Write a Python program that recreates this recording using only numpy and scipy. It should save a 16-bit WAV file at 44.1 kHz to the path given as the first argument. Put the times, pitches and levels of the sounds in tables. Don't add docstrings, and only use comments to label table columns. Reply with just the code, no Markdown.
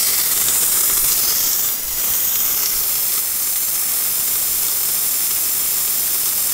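import sys
import numpy as np
from scipy import signal
from scipy.fft import rfft, irfft
from scipy.io import wavfile
from scipy.ndimage import uniform_filter1d

SR = 44100
rng = np.random.default_rng(int(sys.argv[2]) if len(sys.argv) > 2 else 0)


def store_pcm(level_fs):
    pcm = np.round(np.clip(level_fs, -1, 1) * 32767).astype(np.int16)
    wavfile.write(sys.argv[1], SR, np.atleast_2d(pcm).T)


N = 287973

# (time [s], level before flutter [dB], brightness from 1500 Hz up to 8000 Hz [dB per octave])
FLOW = [(0, -15.5, -0.5), (.3, -16.5, -.5), (.55, -16, -1.3), (1, -15, 0.5), (1.25, -16, -1.1),
        (1.73, -18.5, -0.55), (1.77, -23, -2.2), (1.91, -21.5, -1), (2.05, -18.5, -2), (2.25, -19.5, -1),
        (2.45, -18, -1.5), (2.7, -17, -0.1), (2.95, -17.5, -.6), (3.17, -17.5, 0.4), (3.25, -19.5, -.4),
        (3.55, -18.5, 0), (4.07, -17.5, -0.23), (6.53, -17.5, -0.45)]
# (pitch [Hz], width at half height [Hz], relative level [dB])
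SPOUT_MODES = [(394, 97, -1), (1232, 250, 0.5), (2140, 240, -6), (3160, 270, -9.5), (3540, 81, -1)]


def amp(db):
    return 10 ** (np.asarray(db) / 20)


def evened(x):
    return x / np.sqrt(np.mean(x ** 2) + 1e-20)


def read(points, hz):
    f, value = np.transpose(points)
    return np.interp(np.log(hz + 1), np.log(f + 1), value)


def columns(table, t):
    s, *rest = np.transpose(table)
    return [np.interp(t, s, c) for c in rest]


def coloured(x, gain):
    hz, t, z = signal.stft(x, SR, nperseg=1024, noverlap=768)
    z = z * gain(hz[:, None], t)
    return signal.istft(z, SR, nperseg=1024, noverlap=768)[1][:len(x)]


def wander(lo_hz, hi_hz):
    hz = np.fft.rfftfreq(N, 1 / SR)
    shape = (hz / lo_hz) / (1 + hz / lo_hz) / (1 + (hz / hi_hz) ** 2)
    return evened(irfft(rfft(rng.standard_normal(N)) * shape, N))


def crackle(per_s, spread_db):
    size_db = spread_db * np.minimum(rng.exponential(1, N), 4)
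    size = amp(size_db) * np.sign(rng.standard_normal(N))
    return evened(size * (rng.random(N) < per_s / SR))


def peaks(modes):
    def gain(hz, t):
        power = 0
        for f, width, db in modes:
            power = power + amp(db) ** 2 / (1 + (2 * (hz - f) / width) ** 2) ** 2
        return np.sqrt(power)
    return gain


def humps_db(table, hz):
    return sum(db * np.exp(-((hz - f) / width) ** 2 * 2) for f, width, db in table)


def jet_colour(hz, t):
    # (pitch [Hz], relative level [dB per Hz])
    hiss = [(15, -23), (25, -13), (140, -10.5), (300, -12), (700, -12), (1600, -12), (2700, -9.5),
            (3950, -9), (5200, -3), (6800, -1.5), (8500, -1), (10600, -0.5), (12300, 0), (14000, 1.5),
            (15800, 1.5)]
    # (pitch [Hz], width [Hz], height before scaling [dB])
    mouth = [(1610.0, 120.0, 1.1), (2250.0, 340.0, 1.2), (2920.0, 240.0, -1.3), (3240.0, 120.0, 0.8),
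             (3960.0, 300.0, -2.9), (4380.0, 150.0, -1.8), (4970.0, 900.0, 0.8), (5380.0, 140.0, 2.4),
             (5900.0, 170.0, -1.0), (6940.0, 120.0, -2.0), (7270.0, 720.0, 1.2), (7590.0, 220.0, -2.3),
             (8450.0, 440.0, -0.9), (8810.0, 300.0, 0.9), (10230.0, 190.0, 2.8), (10430.0, 550.0, -1.6),
             (11290.0, 280.0, -2.2), (12050.0, 900.0, 1.0), (13540.0, 190.0, -0.7), (15300.0, 120.0, -0.8)]
    tilt_db = columns(FLOW, t)[1] * np.log2(np.clip(hz, 1500, 8000) / 8000)
    return amp(read(hiss, hz) + 0.54 * humps_db(mouth, hz) + tilt_db)


def air_jet(jet_db, flutter_db):
    air = rng.standard_normal(N) + 0.3 * crackle(per_s=900, spread_db=2.5)
    jet = evened(coloured(air, jet_colour))
    body = signal.sosfiltfilt(signal.butter(2, 9000, fs=SR, output="sos"), jet)
    top = jet - body
    body_db = flutter_db + 0.89 * wander(lo_hz=46, hi_hz=150)
    top_db = 0.38 * flutter_db + 0.72 * wander(lo_hz=5.8, hi_hz=100)
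    return amp(jet_db) * (body * amp(body_db) + top * amp(top_db))


def spout_ringing(jet_db, wet, flutter_db):
    wet_db, dry_db = -22.5, -28.5
    gulps = rng.standard_normal(N) + 0.5 * crackle(per_s=150, spread_db=2.0)
    swell_db = -1.1 * wander(lo_hz=0.5, hi_hz=1.1)
    ringing_db = jet_db + dry_db + (wet_db - dry_db) * wet + swell_db
    return evened(coloured(gulps, peaks(SPOUT_MODES))) * amp(ringing_db + 2.0 * flutter_db)


def bowl_singing(t, flutter_db):
    # (pitch [Hz], width at half height [Hz], relative level [dB])
    bands = [(2020, 310, -2), (4210, 96, 0)]
    # (time [s], level before flutter [dB])
    singing = [(0, -40.5), (.3, -35.5), (.55, -39), (.8, -80), (6.53, -74)]
    level_db = columns(singing, t)[0] + 2.0 * flutter_db
    return evened(coloured(rng.standard_normal(N), peaks(bands))) * amp(level_db)


def tap():
    t = np.arange(N) / SR
    drying_s, flutter_wet_db, flutter_dry_db = 3, 1.5, 0.47
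    jet_db, wet = columns(FLOW, t)[0], np.exp(-t / drying_s)
    depth_db = flutter_dry_db + (flutter_wet_db - flutter_dry_db) * wet
    flutter_db = depth_db * wander(lo_hz=1.6, hi_hz=44.6)
    jet = air_jet(jet_db, flutter_db)
    return jet + spout_ringing(jet_db, wet, flutter_db) + bowl_singing(t, flutter_db)


def echo_combs(hz, t):
    # (time [s], delay [ms], strength before the pitch factor [share])
    tap_body = [(0.05, 0.11, 0.27), (.18, 0.1, 0.18), (.57, .112, 0.42), (.75, .107, 0.2),
                (1.05, 0.096, 0.22), (1.2, 0.21, 0), (1.35, 0.16, 0.13), (1.5, 0.15, 0.27),
                (1.74, .136, 0.13), (1.87, 0.16, .01), (2.13, 0.14, 0.27), (2.45, .15, 0.31),
                (2.7, 0.171, 0.27), (2.9, 0.19, .02), (3.1, .11, 0.1), (3.45, 0.11, .18), (4.1, 0.11, 0.14),
                (6.4, 0.11, 0.13)]
    basin_floor = [(.2, 1.25, .03), (.57, 0.97, 0.07), (1, 1.02, 0.064), (1.25, .99, 0.11),
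                   (1.4, 0.91, .04), (1.74, 1.026, .03), (2.2, 1.046, .09), (2.7, 0.96, 0.064),
                   (2.91, .958, 0.074), (3.5, 0.96, .1), (4.1, .97, 0.1), (6.4, .96, .09)]
    basin_wall = [(.05, 0.69, 0.067), (.44, 0.55, 0.068), (1.22, 0.52, .1), (1.35, 0.29, .04),
                  (1.65, 0.29, 0.16), (1.8, 0.3, 0.042), (1.92, 0.28, 0.044), (2.15, 0.3, 0.16),
                  (2.45, 0.307, 0.11), (2.78, 0.37, .03), (2.95, 0.52, .05), (3.45, 0.5, 0.056),
                  (4.1, 0.53, 0.042), (6.4, 0.54, 0.034)]
    far_rim = [(.05, 1, .07), (.7, 1.5, .02), (1.74, 1.25, .05), (2.65, 1.5, .06), (2.78, 1.483, .06),
               (3.2, 1.56, 0.027), (4.4, 1.38, 0.064), (6.4, 1.6, 0.061)]
    # (pitch [Hz], tap body [factor], basin floor [factor], basin wall [factor], far rim [factor])
    mirror_table = [(1640, 0.1, 0.1, 0.11, 0.32), (4020, 0.2, 0.064, 2.8, 0.1), (7200, 1.56, 3.8, 0.2, 1.7),
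                    (10000.0, 1.04, 2.3, 1.8, 0.9), (13000.0, 0.64, 0.1, 1.2, 0.1),
                    (15700.0, 1.7, 0.1, 0.87, 2.0)]
    at_hz, *mirrors = np.transpose(mirror_table)
    comb = 1
    for path, mirror in zip([tap_body, basin_floor, basin_wall, far_rim], mirrors):
        ms, strength = columns(path, t)
        echo = np.clip(strength * read(np.transpose([at_hz, mirror]), hz), 0, 0.9)
        comb = comb * (1 + echo * np.exp(-2j * np.pi * hz * ms / 1000))
    return comb


def surfaces(hz, t):
    # (time [s], movement [share 0-1])
    swing_table = [(0, .8), (2.8, .8), (3.05, .5), (3.8, .5), (4.25, .15), (6.53, .15)]
    # (time [s], pitch [Hz], height [dB])
    glint = [(0, 5300, 6.5), (.3, 5270, 2), (.55, 7700, 2.5), (.85, 8300, 2), (1.05, 4400, 0.5),
             (1.25, 4800, 3.5), (1.5, 5470, 3.5), (1.7, 6400, -1), (1.8, 14800, -2), (2.2, 15100, 2),
             (2.65, 12600, 0), (3, 11800, 1)]
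    # (pitch [Hz], width [Hz], height at full rest [dB])
    resting = [(3670, 130, 2.5), (5370, 130, 2), (5750, 200, -1.5), (6370, 110, -5), (6900, 180, -4),
               (7250, 250, 2.5), (7620, 170, -4), (8250, 350, 1), (8900, 200, -4.5), (10250, 120, 2),
               (10600, 350, -1.5), (11620, 150, -3.5), (12000, 350, 1.5), (13200, 320, 2)]
    comb = echo_combs(hz, t)
    patches = rng.standard_normal((len(t), len(hz))).T
    for _ in range(2):
        patches = uniform_filter1d(patches, size=4, axis=0)
        patches = uniform_filter1d(patches, size=40, axis=1)
    glint_hz, height_db = columns(glint, t)
    glint_db = humps_db([(glint_hz, 1800, height_db)], hz)
    swing = columns(swing_table, t)[0]
    resting_db = (1 - swing) * humps_db(resting, hz)
    patches_db = 1.96 * swing * evened(patches) * (hz > 1500)
    return comb * amp(glint_db + resting_db + patches_db)


def hand():
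    # (time [s], level at the middle [dB], length [s], rubbing [share of the shift])
    grip = [(.45, -42, .2, 0.86), (.72, -45, .1, .3), (1.027, -36.5, 0.21, 0.47), (1.44, -41, .08, 0.18),
            (1.9, -34, 0.14, 0.088), (2.11, -48, .04, 2.5), (2.46, -44, 0.088, 0.15), (2.77, -40, 0.1, .15),
            (4.543, -44, 0.16, .3)]
    tremor_db = -54
    t = np.arange(N) / SR
    shifts = np.array([amp(db) * np.exp(-(2 * (t - s) / length) ** 2) for s, db, length, _ in grip])
    rubbing = np.transpose(grip)[-1] @ shifts
    lumps = (amp(tremor_db) + shifts.sum(axis=0)) * wander(lo_hz=5, hi_hz=25)
    return lumps + rubbing * wander(lo_hz=90, hi_hz=120)


def spits():
    # (time [s], level of the burst [dB], ring of the spout against it [dB])
    slugs = [(0.213, -24, -8), (0.375, -20, -25), (0.484, -16, -8), (0.632, -22.5, -3), (0.722, -25, -10),
             (0.772, -22, -6), (0.807, -16.5, -13.5), (0.898, -18.5, -5.5), (0.976, -21, -9),
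             (1.083, -21.5, -5), (1.119, -17, -15), (1.297, -19.5, -27), (1.458, -23.5, -16),
             (1.531, -19.5, -24), (1.688, -23, -6), (2.081, -24.5, -10), (2.136, -21, -17),
             (2.356, -18, -9), (2.402, -21.5, -16), (2.633, -22.5, -7.5), (2.658, -16, -25),
             (2.702, -27, -18), (2.836, -24, -12), (2.954, -20.5, -14), (3.12, -20.5, -17),
             (3.149, -24, -10), (3.178, -21.5, -7.5), (3.558, -21, -10), (3.754, -22, -15),
             (4.353, -23.5, -4.5), (4.665, -23.5, -18), (4.682, -23, -6), (4.887, -23.5, -5.5),
             (5.266, -21, -21), (5.308, -19.5, -14), (5.766, -30, -10), (5.877, -24, -7),
             (6.151, -25.5, -8), (6.257, -20.5, -14.5), (6.289, -22, -11), (6.495, -24.5, -15)]
    # (pitch [Hz], relative level [dB per Hz])
    spray_colour = [(200, -34), (1200, -10), (3500, -1), (5500, 4.5), (9000, 3), (15600, -18)]
    t = np.arange(2000) / SR
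    bright, low = np.zeros(N + len(t)), np.zeros(N + len(t))
    pop_and_spray = 1.65 * np.exp(-t / 0.00077) + np.exp(-t / 0.008)
    shape = (1 - np.exp(-t / 0.00048)) * pop_and_spray
    small = [(a * N / SR, np.interp(b, (0, 1), (-33, -27)), -14) for a, b in rng.random((12, 2))]
    for s, burst_db, ring_db in slugs + small:
        start = round(s * SR)
        at = slice(start, start + len(t))
        bright[at] += shape * amp(burst_db)
        low[at] += shape * amp(burst_db + ring_db)
    spray = evened(coloured(rng.standard_normal(N), lambda hz, t: amp(read(spray_colour, hz))))
    ring = evened(coloured(rng.standard_normal(N), peaks(SPOUT_MODES)))
    return bright[:N] * spray + low[:N] * ring


def scene():
    mono = coloured(tap() + spits(), surfaces) + hand()
    return np.array([mono, mono])


def record(dry):
    # (pitch [Hz], lift [dB])
    capsule = [(10500, 0), (12500, 2), (15800, 3)]
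    edge_hz = 15700
    heard = np.array([coloured(x, lambda hz, t: amp(read(capsule, hz))) for x in dry])
    low_pass = signal.firwin(1023, edge_hz, window=("kaiser", 10), fs=SR)
    return signal.oaconvolve(heard, low_pass[None], "same")


dry = scene()
out = record(dry)
store_pcm(out)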